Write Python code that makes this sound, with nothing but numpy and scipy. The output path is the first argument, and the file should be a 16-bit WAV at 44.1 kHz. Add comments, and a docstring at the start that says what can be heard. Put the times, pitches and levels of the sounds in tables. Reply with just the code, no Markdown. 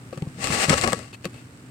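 """Dull taps and a few soft bumps sound over a room's motor hum and the faint crackle of mealworms.
A hand is moving over their tub of dry oats, right beside the left microphone. It makes one dry, grainy
brushing stroke, built from thousands of tiny slips. The skin catches with a snap and judders in quick
runs of stick and slip, knocking the hollow casing. A last double tap ends the gesture."""
import sys
import numpy as np
from scipy import signal
from scipy.fft import rfft, irfft
from scipy.io import wavfile

SR = 44100
rng = np.random.default_rng(int(sys.argv[2]) if len(sys.argv) > 2 else 0)


def transcribe(u):
    """Save the signal u as a 16-bit wav file named by the first command-line argument.

    u: samples, shape (n,) or (channels, n), limited to [-1, 1]; the rate is SR.
    q: integer samples, one column per channel.
    """
    v = np.clip(np.atleast_2d(u).T, -1, 1)
    q = np.round(v * 32767).astype(np.int16)
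    wavfile.write(sys.argv[1], SR, q)


N = 74970
T = np.arange(N) / SR

# tone of dry friction, for the stroke and the worms: freq_hz, gain_db
FRICTION_EQ = [(150, -20.5), (350, 0.5), (600, -1.5), (790, 2.5), (1000, -12), (1140, 2), (1550, -3.5),
               (1950, 1.5), (2350, -0.5), (2750, 0.5), (3300, -6.5), (4400, -2.5), (6500, -7), (8100, -0.5),
               (9200, -9), (10500, -21), (13000, -26.5), (16000, -32)]
# sharp catches of the skin: start_s, snap_gain_db, knock_gain_db, crumble_s, right_db
CATCHES = [(0.442, -8, -22, 0.0037, -15), (0.4721, -4.5, -31, 0.00047, -2), (0.503, -35, -25, .003, 0),
           (0.6951, 0.5, -17, 0.0042, -28), (0.7, -12.5, -21.5, 0.0018, 5.5),
           (0.7405, -7.5, -20, 0.0013, -0.5), (0.781, -4, -43, 0.00035, -19),
           (0.8132, -1.5, -40, 0.00053, -16), (0.8375, -11, -17.5, 0.0015, -11),
           (0.8753, -2.5, -15.5, 0.0017, -16), (0.9218, -5, -18.5, 0.00028, -3),
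           (0.9308, -0.5, -12, 0.0014, -22), (0.991, -21.5, -33, 0.0016, -13),
           (1.2532, -22.5, -39, .002, -1.5)]
# tone of the skin's snaps and grit: freq_hz, gain_db
SNAP_EQ = [(200, 3), (900, -14), (2000, 6), (2700, -3), (3500, -3), (5500, -1), (6800, -6.5), (8000, 5),
           (9500, -13), (11000, -18.5), (16000, -56)]
# resonances of the hollow casing: pitch_hz, gain_db, t60_s
CASING_MODES = [(334, -13.5, 0.058), (477, 0, 0.036), (573, -5, 0.059), (794, 0.5, 0.024), (1127, 0, 0.039),
                (1285, -1, 0.046), (1670, -10.5, 0.09), (2090, -1.5, 0.018), (2880, -7, 0.0077)]
# shading of the far (right) microphone: freq_hz, gain_db
FAR_SIDE_EQ = [(200, -5), (500, -2), (1000, -5.5), (2000, -11.5), (4500, -11), (8000, -10), (13000, 1)]


def from_db(db):
    """Decibels to gain."""
    return 10 ** (np.asarray(db) / 20)


def rms_one(x):
    """Scale to unit rms."""
    return x / np.sqrt(np.mean(x ** 2) + 1e-20)


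def fader(points):
    """Gain along a (time_s, gain_db) curve, silent outside it."""
    time_s, gain_db = np.transpose(points)
    return from_db(np.interp(T, time_s, gain_db, left=-120, right=-120))


def colour(x, points):
    """Minimum-phase EQ through (freq_hz, gain_db) points."""
    size = 2 * N
    hz, db = np.transpose(points)
    grid = np.maximum(np.arange(N + 1) * SR / size, 1)
    cepstrum = irfft(np.log(from_db(np.interp(np.log(grid), np.log(hz), db))))
    cepstrum[1:N] *= 2
    cepstrum[N + 1:] = 0
    return irfft(rfft(x, size) * np.exp(rfft(cepstrum)))[..., :N]


def noise(eq, shape=N):
    """Coloured noise at unit rms."""
    return rms_one(colour(rng.standard_normal(shape), eq))


def drift(rate_hz):
    """Smooth random wander at unit rms."""
    pole = np.exp(-2 * np.pi * rate_hz / SR)
    return rms_one(signal.lfilter([1], [1, -2 * pole, pole * pole], rng.standard_normal(2 * N))[N:])


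def grains(per_s, spread_db):
    """Random clicks of uneven size, separate for each side."""
    sizes = from_db(spread_db * np.minimum(rng.exponential(1, (2, N)), 5))
    return sizes * rng.choice([-1, 1], (2, N)) * (rng.random((2, N)) < per_s / SR)


def sides(right_db):
    """Gains of left and right."""
    return np.array([[1], [from_db(right_db)]])


def ring(x, modes):
    """Damped resonances of alternating polarity, set ringing by x."""
    out = 0
    for k, (hz, db, t60_s) in enumerate(modes):
        radius, angle = from_db(-60 / (t60_s * SR)), 2 * np.pi * hz / SR
        mode = signal.lfilter([0, np.sin(angle)], [1, -2 * radius * np.cos(angle), radius ** 2], x + 1e-18)
        out = out + (-1) ** k * from_db(db) * mode
    return out


def fall(start_s, decay_s):
    """Sudden start, exponential decay."""
    return (T >= start_s) * np.exp(-np.maximum(T - start_s, 0) / decay_s)


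def swell(centre_s, half_s):
    """A bell-shaped rise and fade."""
    return np.exp(-((T - centre_s) / half_s) ** 2)


def click(start_s):
    """A unit click."""
    return 1.0 * (np.arange(N) == int(start_s * SR))


def room_air():
    """Soft room tone, nearly centred in the bass and wide in the treble."""
    # tone of the room: freq_hz, gain_db
    room_eq = [(20, -26), (60, 3.5), (120, 15.5), (200, 10), (290, 4.5), (370, 2), (550, -3.5), (950, -10),
               (1300, -8.5), (2700, -15), (3400, -19.5), (6500, -24), (8200, -15.5), (10500, -27.5),
               (16000, -31.5)]
    width = colour(rng.standard_normal(N), [(250, -15), (1500, 2.5), (5000, 0)])
    air = rng.standard_normal(N) + width * np.array([[1], [-1]])
    return rms_one(colour(air, room_eq)) * from_db(-46.5)


def motor_hum():
    """A motor's low partials, each wavering in level and pitch."""
    # tones of the motor: pitch_hz, level_db
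    partials = [(122, -50), (245, -55.5), (290.7, -58.5)]
    waver_db, pitch_wander = 1.5, 0.0398
    out = np.zeros(N)
    for pitch_hz, level_db in partials:
        gain = np.sqrt(2) * from_db(level_db + waver_db * drift(rate_hz=13))
        cycles = pitch_hz * np.cumsum(1 + pitch_wander * drift(rate_hz=8.1)) / SR
        out += gain * np.sin(2 * np.pi * (cycles + rng.random()))
    return out


def worms():
    """Worms crawling in dry oats make a faint crackle of tiny clicks."""
    return rms_one(colour(grains(per_s=690, spread_db=3.5), FRICTION_EQ)) * from_db(-58)


def taps():
    """Dull hollow taps with a short ringing scratch on top, and a few light scuffs of that scratch."""
    # taps around the stroke: start_s, knock_gain_db, pitch_ratio, scratch_gain_db, decay_s, right_db
    hits = [(0.128, -19.5, 0.96, -33.5, 0.011, -8.5), (0.175, -27, 0.99, -27, 0.0044, -8),
            (0.2222, -20.5, 0.68, -23.5, 0.0023, -6.5), (0.268, -31, 0.9, -54, 0.0027, -5),
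            (1.129, -37.5, 0.7, -35.5, 0.012, -1), (1.245, -25, 0.91, -20.5, 0.0023, -6),
            (1.254, -18.5, 0.95, -13, 0.0017, -4.5), (1.342, -38, 0.99, -33, 0.0033, -12)]
    # hollow ring of a tap: pitch_hz, gain_db, t60_s
    knock_modes = [(373, -5.5, 0.11), (450, -2, 0.031), (548, 5, 0.038), (796, -8, 0.037),
                   (1175, -12, 0.087), (1323, -15, 0.087), (1680, -19, 0.075)]
    # tone of the scratch: freq_hz, gain_db
    scratch_eq = [(200, -5), (1000, 0), (1900, 1), (2650, 5.5), (3400, -2), (4300, -5.5), (6000, -8),
                  (8200, -5), (10500, -15), (16000, -23)]
    # bright ring of the scratch: pitch_hz, gain_db, t60_s
    scratch_modes = [(2611, 1, 0.044), (4420, 1, 0.012)]
    # light after-touches: centre_s, half_length_s, level_db
    scuffs = [(1.145, .008, -37.5), (1.258, 0.016, -38.5), (1.383, 0.048, -49.5)]
    grit = noise(scratch_eq, (2, N))
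    sheen = rms_one(ring(rng.standard_normal(N), scratch_modes))
    scratch = rms_one(grit + from_db(-2.5) * sheen)
    scuffing = sum(from_db(db) * swell(centre_s, half_s) for centre_s, half_s, db in scuffs)
    out = scratch * scuffing * sides(right_db=-10)
    for start_s, knock_db, pitch_ratio, scratch_db, decay_s, right_db in hits:
        tuned = [(hz * pitch_ratio, db, t60_s) for hz, db, t60_s in knock_modes]
        knock = ring(click(start_s), tuned) * from_db(knock_db)
        scrape = scratch * fall(start_s, decay_s) * from_db(scratch_db)
        out += (knock + scrape) / 2 * sides(right_db)
    return out


def bumps():
    """Soft bumps of two or three low swings each, nearly alike on both sides."""
    # bumps of the hand: start_s, pitch_hz, level_db
    hits = [(0.1758, 151, -24), (0.221, 154, -15.5), (0.271, 141, -21), (0.503, 148, -17.5),
            (0.684, 139, -15.5), (0.698, 192, -18), (0.704, 158, -11.5), (0.806, 140, -26),
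            (0.93, 186, -20), (1.2564, 182, -22)]
    rise_s, decay_s, low_cut_hz = 0.0015, 0.007, 74
    out = np.zeros(N)
    for start_s, pitch_hz, level_db in hits:
        age = np.maximum(T - start_s, 0)
        envelope = (1 - np.exp(-age / rise_s)) * np.exp(-age / decay_s)
        out -= from_db(level_db) * envelope / envelope.max() * np.sin(2 * np.pi * pitch_hz * age)
    low_cut = signal.butter(2, low_cut_hz, "high", fs=SR, output="sos")
    return signal.sosfilt(low_cut, out * sides(right_db=-2))


def brushing():
    """Thousands of tiny slips, easing before each catch, over the rumble of the hand's weight."""
    # contour of the stroke: time_s, gain_db
    stroke = [(0.33, -69), (0.432, -30.5), (0.444, -26), (0.452, -30), (0.506, -30), (0.538, -22.5),
              (0.574, -29), (0.644, -21), (0.672, -35), (0.686, -28.5), (0.698, -28), (0.71, -24),
              (0.74, -26), (0.75, -30.5), (0.766, -31), (0.78, -21.5), (0.8, -32.5), (0.844, -25),
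              (0.854, -34.5), (0.868, -35), (0.872, -33.5), (0.908, -34), (0.934, -39), (0.942, -39),
              (1.12, -56)]
    # narrow resonances that tint the brushing: pitch_hz, gain_db, t60_s
    tint_modes = [(810, 0, 0.025), (1138, -1, 0.17), (1322, -1, 0.043), (1722, -0.5, 0.065),
                  (1950, 0, 0.048), (2120, 0.5, 0.059), (2510, -3, 0.062), (2754, 8, 0.028),
                  (4450, -6.5, 0.066)]
    # weight of the hand, heard as rumble: time_s, level_db
    weight = [(0.33, -78), (0.38, -40.5), (0.44, -37.5), (0.48, -33.5), (0.52, -29.5), (0.62, -34.5),
              (0.67, -32.5), (0.715, -18.5), (0.755, -32), (0.81, -37), (0.84, -29), (0.88, -26),
              (0.93, -36), (0.96, -39), (1.01, -37.5), (1.08, -56), (1.12, -70)]
    # tone of that rumble: freq_hz, gain_db
    rumble_eq = [(20, -23), (45, -18.5), (75, -5), (150, -8), (240, -4.5), (320, -13), (600, -13),
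                 (2000, -95.5)]
    stick_s, stick_depth = 0.0062, 0.22
    boost_db, flutter_db = 4, 1.1
    slips = rms_one(colour(grains(per_s=16000, spread_db=2.5), FRICTION_EQ))
    tint = rms_one(ring(rng.standard_normal((2, N)), tint_modes))
    rub = slips + from_db(-5.5) * tint
    stuck = sum(swell(catch_s - stick_s / 2, stick_s / 2) for catch_s, *_ in CATCHES)
    sliding = np.clip(1 - stick_depth * stuck, 0, 1)
    left, right = rub * sliding * fader(stroke) * from_db(boost_db + flutter_db * drift(rate_hz=120))
    rumble = noise(rumble_eq) * fader(weight)
    return np.array([left, colour(right, FAR_SIDE_EQ)]) + rumble * sides(right_db=-3.5)


def catches():
    """Each catch of the skin is a snap that crumbles away in milliseconds, and a knock on the casing."""
    out = np.zeros((2, N))
    crumbs = noise(SNAP_EQ, (2, N))
    for start_s, snap_db, knock_db, crumble_s, right_db in CATCHES:
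        snap = crumbs * fall(start_s, crumble_s) * from_db(snap_db)
        knock = ring(click(start_s), CASING_MODES) * from_db(knock_db)
        out += (snap + knock) / 2 * sides(right_db)
    return out


def judders():
    """Uneven runs of stick and slip swell and fade, each slip knocking the casing, over a dull drag."""
    # quick runs of the skin catching and slipping: start_s, length_s, slips_per_s, gain_db
    runs = [(0.693, 0.019, 455, -19.5), (0.718, 0.0244, 485, -15.5), (0.835, 0.015, 380, -15.5),
            (0.856, 0.014, 580, -23.5), (0.875, 0.015, 370, -21.5), (0.921, 0.019, 530, -23)]
    # tone of the drag between slips: freq_hz, gain_db
    drag_eq = [(80, -3), (250, 2), (420, -7.5), (700, 2.5), (900, -0.5), (1400, -6), (2200, -9),
               (4000, -27), (10000, -45)]
    slip_db, grit_db, drag_db = -3, -6, -4
    jitter, far_lag_s = 0.10, 0.0002
    near, pressing = np.zeros(N), np.zeros(N)
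    for start_s, length_s, slips_per_s, gain_db in runs:
        gaps = 1 + jitter * rng.standard_normal(40)
        times = start_s + (np.cumsum(gaps) - 1) / slips_per_s
        times = times[times < start_s + length_s]
        slips = np.zeros(N)
        slips[(times * SR).astype(int)] = 0.5 + np.sin(np.pi * (times - start_s) / length_s)
        knocks = rms_one(ring(slips, CASING_MODES))
        grit = from_db(grit_db) * rms_one(colour(slips, SNAP_EQ))
        run_share = length_s * SR / N  # a run's energy grows with its length
        near += from_db(gain_db + slip_db) * (knocks + grit) * np.sqrt(run_share)
        pressing += from_db(gain_db) * swell(start_s + length_s / 2, length_s / 2)
    near += noise(drag_eq) * pressing * from_db(drag_db)
    far = colour(np.interp(T - far_lag_s, T, near), FAR_SIDE_EQ)
    return np.array([near, far])


def scene():
    """The hand in front, the worms and the room behind."""
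    # the background dips briefly after the stroke: time_s, gain_db
    background_ride = [(0, 1.5), (0.34, 2.5), (1.0, 0), (1.11, -1.5), (1.21, -1.5), (1.35, 2.5),
                       (1.5, -0.5), (1.71, 0)]
    hand = brushing() + judders() + catches() + taps() + bumps()
    background = room_air() + motor_hum() + worms()
    return hand + background * fader(background_ride)


def record(dry):
    """Peaks are rounded and the top is cut."""
    stop_hz = 16900
    high_cut = signal.cheby2(16, 70, stop_hz, fs=SR, output="sos")
    return signal.sosfilt(high_cut, np.tanh(dry))


dry = scene()
out = record(dry)
transcribe(out)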